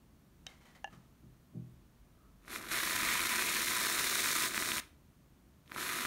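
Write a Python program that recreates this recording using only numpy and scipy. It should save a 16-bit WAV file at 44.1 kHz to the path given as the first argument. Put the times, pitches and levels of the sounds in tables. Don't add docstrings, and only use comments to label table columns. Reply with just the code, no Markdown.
import sys
import numpy as np
from scipy import signal
from scipy.fft import rfft, irfft, next_fast_len
from scipy.io import wavfile
from scipy.ndimage import uniform_filter1d

SR = 44100
rng = np.random.default_rng(int(sys.argv[2]) if len(sys.argv) > 2 else 0)


def to_wav(sig):
    pcm = np.clip(np.atleast_2d(sig), -1, 1) * 32767
    pcm = np.round(pcm).astype(np.int16)
    wavfile.write(sys.argv[1], SR, pcm.T)


N = 267246
TIME = np.arange(N) / SR

# [f/Hz, density/dB per Hz]
AIR_SPECTRUM = [(240, -44.5), (400, -5.5), (673, -4), (738, -7.5), (1120, -7), (1240, -9), (2290, -14),
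                (3680, -16.5), (15500, -20)]
# [f/Hz, density/dB per Hz]
RUMBLE_SPECTRUM = [(15, -24), (30, -10), (75, 5.5), (100, -8), (125, 2), (185, -1.5), (250, -3),
                   (350, -9.5), (450, -18.5), (520, -31), (1500, -65.5)]
# [f/Hz, density/dB per Hz]
DRONE_SPECTRUM = [(20, -27), (40, -13.5), (48.5, 4), (58, -11), (85, -13.5), (140, -45), (400, -91)]
# [t/s, level/dB]
DRONE_LEVEL = [(1.7, -70), (2.1, -64.5), (3.2, -63), (4.2, -78.5), (6.05, -73)]
AIR_DB, RUMBLE_DB = -72, -64

# [f/Hz, density/dB per Hz]
SQUEAK_SPECTRUM = [(400, -70), (1200, -12), (1280, -4), (1380, -16), (3000, -72)]

# [t/s, level/dB]
TABLE_BUMPS = [(0.908, -52), (0.955, -54.5), (1.222, -52.5), (1.254, -56.5), (1.535, -41), (1.552, -36.5)]
# [f/Hz, level/dB, t60/s]
TABLE_MODES = [(124.2, -3.5, 0.53), (166, -1, 0.31), (207, -2.5, 0.4), (262, -7, 0.32),
               (332.3, -12.5, 0.37), (385, -19, 0.52), (480, -29.5, 0.38), (613, -25.5, 0.4),
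               (770, -37, 0.34)]

# [t/s, level/dB]
CROCKERY_CLICKS = [(0.4667, -37)]
# [f/Hz, level/dB, t60/s]
CLICK_MODES = [(766, -14, 0.04), (1810, -2.5, 0.012), (2150, -24, 0.18), (2870, -1, 0.015),
               (3080, -4.5, 0.045), (3790, -4.5, 0.051), (5400, -3, .008), (8200, -22, .02)]
# [t/s, level/dB]
POT_KNOCKS = [(0.8434, -35.5), (0.8752, -52)]
# [f/Hz, level/dB, t60/s]
POT_MODES = [(670, -13, 0.11), (803, 9.5, 0.027), (1729, 0.5, 0.064), (2810, -1, 0.035), (3050, -13, .045),
             (3650, -22, .02), (4430, -30, .015), (6400, -16, 0.014)]
# [f/Hz, density/dB per Hz]
SNAP_SPECTRUM = [(200, -15), (800, -6), (1700, -6), (3500, 2), (6000, 4), (7500, -5), (9000, -23),
                 (15000, -30)]
# [t/s, level/dB, decay time/s, main resonance f/Hz]
CROCKERY_SLIDES = [(0.464, -49, 0.008, 1760), (0.483, -59, 0.082, 2150), (0.61, -66.5, 0.053, 2020),
                   (0.652, -64.5, 0.1, 1960), (0.749, -58.5, 0.02, 2050), (0.9, -67.5, 0.15, 1250),
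                   (0.926, -58.5, 0.019, 1190)]
# [f/Hz, density/dB per Hz]
GRIT_SPECTRUM = [(200, -2), (700, 1.5), (1400, -1.5), (2100, -4), (2700, -6.5), (3800, -7.5), (6000, -10),
                 (9500, -14.5), (15000, -24)]
# [f/Hz, width/Hz, level/dB]
SLIDE_RESONANCES = [(770, 90, 2), (3080, 140, 5)]

# [start t/s, end t/s, full flow level/dB, initial foam fizz level/dB]
VALVE_PRESSES = [(2.415, 4.801, 0, -40.5), (5.657, 6.1, -2.65, -41.5)]
# [start t/s, end t/s, loss of flow level/dB]
FINGER_EASINGS = [(2.4, 2.584, 4), (2.578, 2.70, 14.5), (3.065, 3.157, -1), (4.478, 4.555, 9),
                  (4.564, 4.9, 4.5), (5.73, 5.77, 5)]
TRICKLE_DB, OPENING_S, FINGER_S = -36, 0.077, 0.04

# [f/Hz, density/dB per Hz]
HISS_SPECTRUM = [(700, -36), (1200, -5), (2200, 3), (3000, 2), (4200, -4.5), (4900, -6), (6500, -0.5),
                 (9500, -1), (11400, 2.5), (13000, -3), (15700, -7.5)]
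# [f/Hz, width/Hz, level/dB]
JET_RESONANCES = [(4200, 350, 11.5), (11200, 980, 5)]
# [f/Hz, density/dB per Hz]
FIZZ_SPECTRUM = [(1500, -15.5), (3000, -14.5), (3800, 1), (5000, -2), (6500, -1), (9500, -1), (12000, -8),
                 (15700, -7.5)]
# [f/Hz, density/dB per Hz]
SPUTTER_SPECTRUM = [(30, -35), (100, -21), (300, -4.5), (520, -17), (850, -9.5), (1000, -2.5), (1300, -3),
                    (2000, 1.64), (2450, 0.6), (2750, -5), (4000, -4.5), (7000, -22), (15000, -22.5)]
# [f/Hz, density/dB per Hz]
RUSH_SPECTRUM = [(25, -26), (60, -17.5), (130, -5.5), (220, 0), (340, 3), (430, -2), (520, -7.5),
                 (680, -3.5), (900, -14), (2000, -13), (6000, -70)]
# [f/Hz, width/Hz, level/dB]
SPRAY_PEAKS = [(507, 37, -4), (800, 97, -9), (1000, 76, 4.5), (1125, 107, -5), (1210, 170, 4.5),
               (2450, 55, 2.5), (3580, 500, 3.5), (5310, 190, 4.5), (6620, 150, 0)]
# [t/s, f/Hz]
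HOLLOW_PITCH = [(2.45, 1210), (3.15, 2200), (3.5, 2490), (3.7, 1940), (4.8, 1420), (6.05, 1220)]
# [t/s, pop peak level/dB before the fixed peaks and hollows, f/Hz]
LOUD_SPITS = [(2.48, -35.5, 1580), (2.716, -25, 1970), (3.073, -22, 1900), (3.092, -24, 2000),
              (3.113, -23, 2130), (3.2052, -23, 2500), (3.681, -22.5, 2820), (3.990, -19, 3480),
              (4.064, -26, 1600), (4.437, -21, 3520), (4.5453, -21.5, 1900), (4.5783, -16.5, 1900),
              (4.6238, -20.5, 1820), (4.7185, -17, 2420), (4.7823, -22, 2420), (5.678, -47, 3050),
              (5.7187, -27.5, 1690), (5.762, -26, 1250), (5.783, -25, 1500),  (6.0515, -20.5, 1520)]

HISS_DB, SPUTTER_DB = -41.5, -37.5
FIZZ_FOLLOWS, SPUTTER_FOLLOWS = 1, 0.91
FIZZ_GROWTH_DB_PER_S = 3
SPUTTER_DB_PER_OCTAVE, USUAL_HOLLOW_HZ = 1.5, 1900
POCKET_SPREAD_DB, SPREAD_GROWTH = 3.5, 0.096
SPITS_PER_S, SPIT_OVER_DB, SPIT_SCATTER_DB, SPIT_SCATTER_OCTAVES = 10, 12, -1.7, 0.1
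JET_DAMPING, JET_FOAM_DB = 0.91, -37.5

ROOM_T60_S, ROOM_DB = 0.33, -10.5
# [f/Hz, width/Hz, level/dB]
MICROPHONE_RESPONSE = [(4980, 670, -2.5), (7730, 740, -3), (10380, 790, -3.5)]
CUTOFF_HZ = 15700


def from_db(db):
    return 10 ** (np.asarray(db) / 20)


def rms_one(x):
    return x / np.sqrt(np.mean(x ** 2) + 1e-20)


def in_time(rows):
    t, values = np.transpose(rows)
    return np.interp(TIME, t, values)


def colour(x, spectrum):
    size = next_fast_len(N + SR // 4, True) * 2
    hz, db = np.transpose(spectrum)
    bins_hz = np.arange(size // 2 + 1) * SR / size
    gain = from_db(np.interp(np.log(bins_hz + 1), np.log(hz), db))
    cepstrum = irfft(np.log(gain))[:size // 2]
    cepstrum[1:] *= 2
    response = np.exp(rfft(cepstrum, size))
    return irfft(rfft(x, size) * response)[:N]


def noise(spectrum):
    return rms_one(colour(rng.standard_normal(N), spectrum))


def drift(rate_hz):
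    r = np.exp(-2 * np.pi * rate_hz / SR)
    return rms_one(signal.lfilter([1], [1, -2 * r, r * r], rng.standard_normal(N)))


def ring(clicks, hz, t60):
    r, w = from_db(-60 / (t60 * SR)), 2 * np.pi * hz / SR
    return signal.lfilter([1, -r * np.cos(w)], [1, -2 * r * np.cos(w), r * r], clicks + 1e-18)


def bursts(per_s, spread_db, limit=4.57):
    sizes = from_db(spread_db * np.minimum(rng.exponential(1, N), limit))
    return (rng.random(N) < per_s / SR) * sizes * rng.choice([-1, 1], N)


def steady(x):
    return x / np.sqrt(uniform_filter1d(x ** 2, size=2200) + 1e-12)


def bell(hz, width, db):
    half, g, c = np.pi * width / SR, from_db(db / 2), -2 * np.cos(2 * np.pi * hz / SR)
    return [1 + half * g, c, 1 - half * g], [1 + half / g, c, 1 - half / g]


def bells(x, rows):
    for row in rows:
        x = signal.lfilter(*bell(*row), x)
    return x


def struck(hits, modes, rise_cycles):
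    out = np.zeros(N)
    for s, db in hits:
        start = round(s * SR)
        age = TIME[:min(SR, N - start)]
        for hz, mode_db, t60 in modes:
            swell = 1 - np.exp(-age * hz / rise_cycles)
            fade = np.exp(-np.log(1000) * age / t60)
            mode = swell * fade * np.sin(2 * np.pi * hz * age)
            out[start:][:len(age)] += from_db(db + mode_db) * mode
    return out


def background():
    air = from_db(AIR_DB) * noise(AIR_SPECTRUM)
    rumble = from_db(RUMBLE_DB) * noise(RUMBLE_SPECTRUM)
    drone = from_db(in_time(DRONE_LEVEL)) * noise(DRONE_SPECTRUM)
    return air + rumble + drone


def squeak(peak_s=2.235, width_s=0.089, peak_db=-74):
    envelope = np.exp(-((TIME - peak_s) / width_s) ** 2)
    return from_db(peak_db) * envelope * noise(SQUEAK_SPECTRUM)


def table_thuds():
    return struck(TABLE_BUMPS, TABLE_MODES, rise_cycles=2.7)


def snaps(hits, snap_db, snap_s=0.0013):
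    force = np.zeros(N)
    for s, db in hits:
        force += from_db(db + snap_db) * (TIME > s) * np.exp(-np.abs(TIME - s) / snap_s)
    return force * noise(SNAP_SPECTRUM)


def slides(grain_db=0.5, ring_width_hz=200, ring_db=12):
    grit = bells(colour(bursts(4000, grain_db), GRIT_SPECTRUM), SLIDE_RESONANCES)
    out = np.zeros(N)
    for s, db, decay_s, hz in CROCKERY_SLIDES:
        age = np.maximum(TIME - s, 0)
        pressure = from_db(db) * (1 - np.exp(-age / 0.002)) * np.exp(-age / decay_s)
        out += pressure * rms_one(bells(grit, [(hz, ring_width_hz, ring_db)]))
    return out


def crockery():
    clicks = struck(CROCKERY_CLICKS, CLICK_MODES, rise_cycles=0.61) + snaps(CROCKERY_CLICKS, snap_db=-2.0)
    knocks = struck(POT_KNOCKS, POT_MODES, rise_cycles=1.0) + snaps(POT_KNOCKS, snap_db=-11.5)
    return clicks + knocks + slides()


def finger():
    valve, flow_db, foam_db = np.zeros((3, N))
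    for on, off, full_db, start_db in VALVE_PRESSES:
        age, touched = np.maximum(TIME - on, 0), TIME > on - FINGER_S
        valve += (TIME > on) * (TIME < off)
        opening_db = TRICKLE_DB * np.exp(-(age / OPENING_S) ** 2)
        flow_db = np.where(touched, full_db + opening_db, flow_db)
        foam_db = np.where(touched, start_db + FIZZ_GROWTH_DB_PER_S * age, foam_db)
    eased_db = sum(loss_db * (TIME > on) * (TIME < off) for on, off, loss_db in FINGER_EASINGS)
    flow_db = flow_db - uniform_filter1d(eased_db, size=int(FINGER_S * SR))
    return uniform_filter1d(valve, size=130), flow_db, foam_db


def gas_hiss(flow_db, foam_db, surge):
    gas = noise(HISS_SPECTRUM)
    resonance = bells(gas, JET_RESONANCES) - gas
    jet = gas + from_db(JET_DAMPING * (JET_FOAM_DB - foam_db)) * resonance
    return from_db(HISS_DB + flow_db) * steady(bells(jet, SPRAY_PEAKS) * np.sqrt(surge))


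def foam_fizz(fizz_db, spread_db, surge, per_s=6000):
    clicks = bursts(per_s, spread_db) * surge
    return from_db(fizz_db) * steady(bells(colour(clicks, FIZZ_SPECTRUM), SPRAY_PEAKS))


def low_rush(sputter_db, surge, rush_db=-36.5, growth=0.34, under_db=4.0):
    level_db = np.minimum(rush_db + growth * sputter_db, sputter_db - under_db)
    return from_db(level_db) * noise(RUSH_SPECTRUM) * surge


def cavity(x, hollow_hz, width=420, boost_db=2.5, size=512):
    x, out, state = bells(x, SPRAY_PEAKS), np.zeros(N), np.zeros(2)
    for i in range(0, N, size):
        hollow = bell(hollow_hz[i], width, boost_db)
        out[i:i + size], state = signal.lfilter(*hollow, x[i:i + size], zi=state)
    return out


def sputter(spread_db, surge, per_s=2400, cycles=3.4, count=10):
    pops = bursts(per_s, spread_db) * surge
    dealt = rng.integers(0, count, N)
    rings = np.zeros(N)
    for k, hz in enumerate(np.geomspace(1050, 2900, count)):
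        rings += ring(pops * (dealt == k), hz, cycles / hz)
    return colour(rings, SPUTTER_SPECTRUM)


def lesser_spits(valve, sputter_db, hollow_hz):
    at = np.flatnonzero(rng.random(N) < valve * SPITS_PER_S / SR)
    size, pitch = rng.standard_normal((2, N))[:, at]
    level_db = sputter_db[at] + SPIT_OVER_DB + SPIT_SCATTER_DB * size
    hz = hollow_hz[at] * 2 ** (SPIT_SCATTER_OCTAVES * pitch)
    return list(zip(at / SR, level_db, hz))


def spits(rows, swell_cycles=0.36, puff_hz=320, puff_db=-19, mist_db=-17, mist_s=0.0013):
    out, age = np.zeros(N), TIME[:SR // 50]

    def pop(hz):
        stage = age * hz / swell_cycles
        return stage * np.exp(1 - stage) * np.sin(2 * np.pi * hz * age)

    for (s, db, hz), white in zip(rows, rng.standard_normal((len(rows), len(age)))):
        mist = from_db(mist_db) * white * np.exp(-age / mist_s)
        spit = from_db(db) * (pop(hz) + from_db(puff_db) * pop(puff_hz) + mist)
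        start = min(round(s * SR), N - 1)
        out[start:start + len(age)] += spit[:N - start]
    return bells(out, SPRAY_PEAKS)


def spray(surge_db=1.5, gurgle_db=1.1):
    valve, flow_db, foam_db = finger()
    hollow_hz = in_time(HOLLOW_PITCH)
    hollow_gain_db = SPUTTER_DB_PER_OCTAVE * np.log2(hollow_hz / USUAL_HOLLOW_HZ)
    sputter_db = SPUTTER_DB + SPUTTER_FOLLOWS * flow_db + hollow_gain_db
    spread_db = POCKET_SPREAD_DB - SPREAD_GROWTH * flow_db
    surge = from_db(surge_db * drift(90))
    hiss = gas_hiss(flow_db, foam_db, surge)
    fizz = foam_fizz(foam_db + FIZZ_FOLLOWS * flow_db, spread_db, surge)
    pops_gain = from_db(sputter_db + gurgle_db * drift(8.3))
    pops = pops_gain * steady(cavity(sputter(spread_db, surge), hollow_hz))
    rush = low_rush(sputter_db, surge)
    all_spits = list(LOUD_SPITS) + lesser_spits(valve, sputter_db, hollow_hz)
    return valve * (hiss + fizz + pops + rush) + spits(all_spits)


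def kitchen(x, treble_t60_s=0.26, treble_db=-4, first_echo_s=.006):
    age = TIME[:SR * 3 // 4]
    white = rng.standard_normal(len(age)) * (age > first_echo_s)
    low = signal.lfilter(*signal.butter(1, 3000, fs=SR), white)
    low_tail = low * np.exp(-np.log(1000) * age / ROOM_T60_S)
    treble_tail = from_db(treble_db) * (white - low) * np.exp(-np.log(1000) * age / treble_t60_s)
    scale = np.sqrt(ROOM_T60_S * SR / (2 * np.log(1000)))
    return signal.fftconvolve(x, (low_tail + treble_tail) / scale)[:N]


def scene(crockery_room_db=-16):
    dishes = crockery()
    can = spray()
    echoes = kitchen(from_db(ROOM_DB) * can + from_db(crockery_room_db) * dishes)
    return (background() + squeak() + table_thuds() + dishes + can + echoes)[None]


def record(dry):
    heard = bells(dry, MICROPHONE_RESPONSE)
    return signal.sosfilt(signal.ellip(12, .1, 80, CUTOFF_HZ, fs=SR, output="sos"), heard)


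dry = scene()
out = record(dry)
to_wav(out)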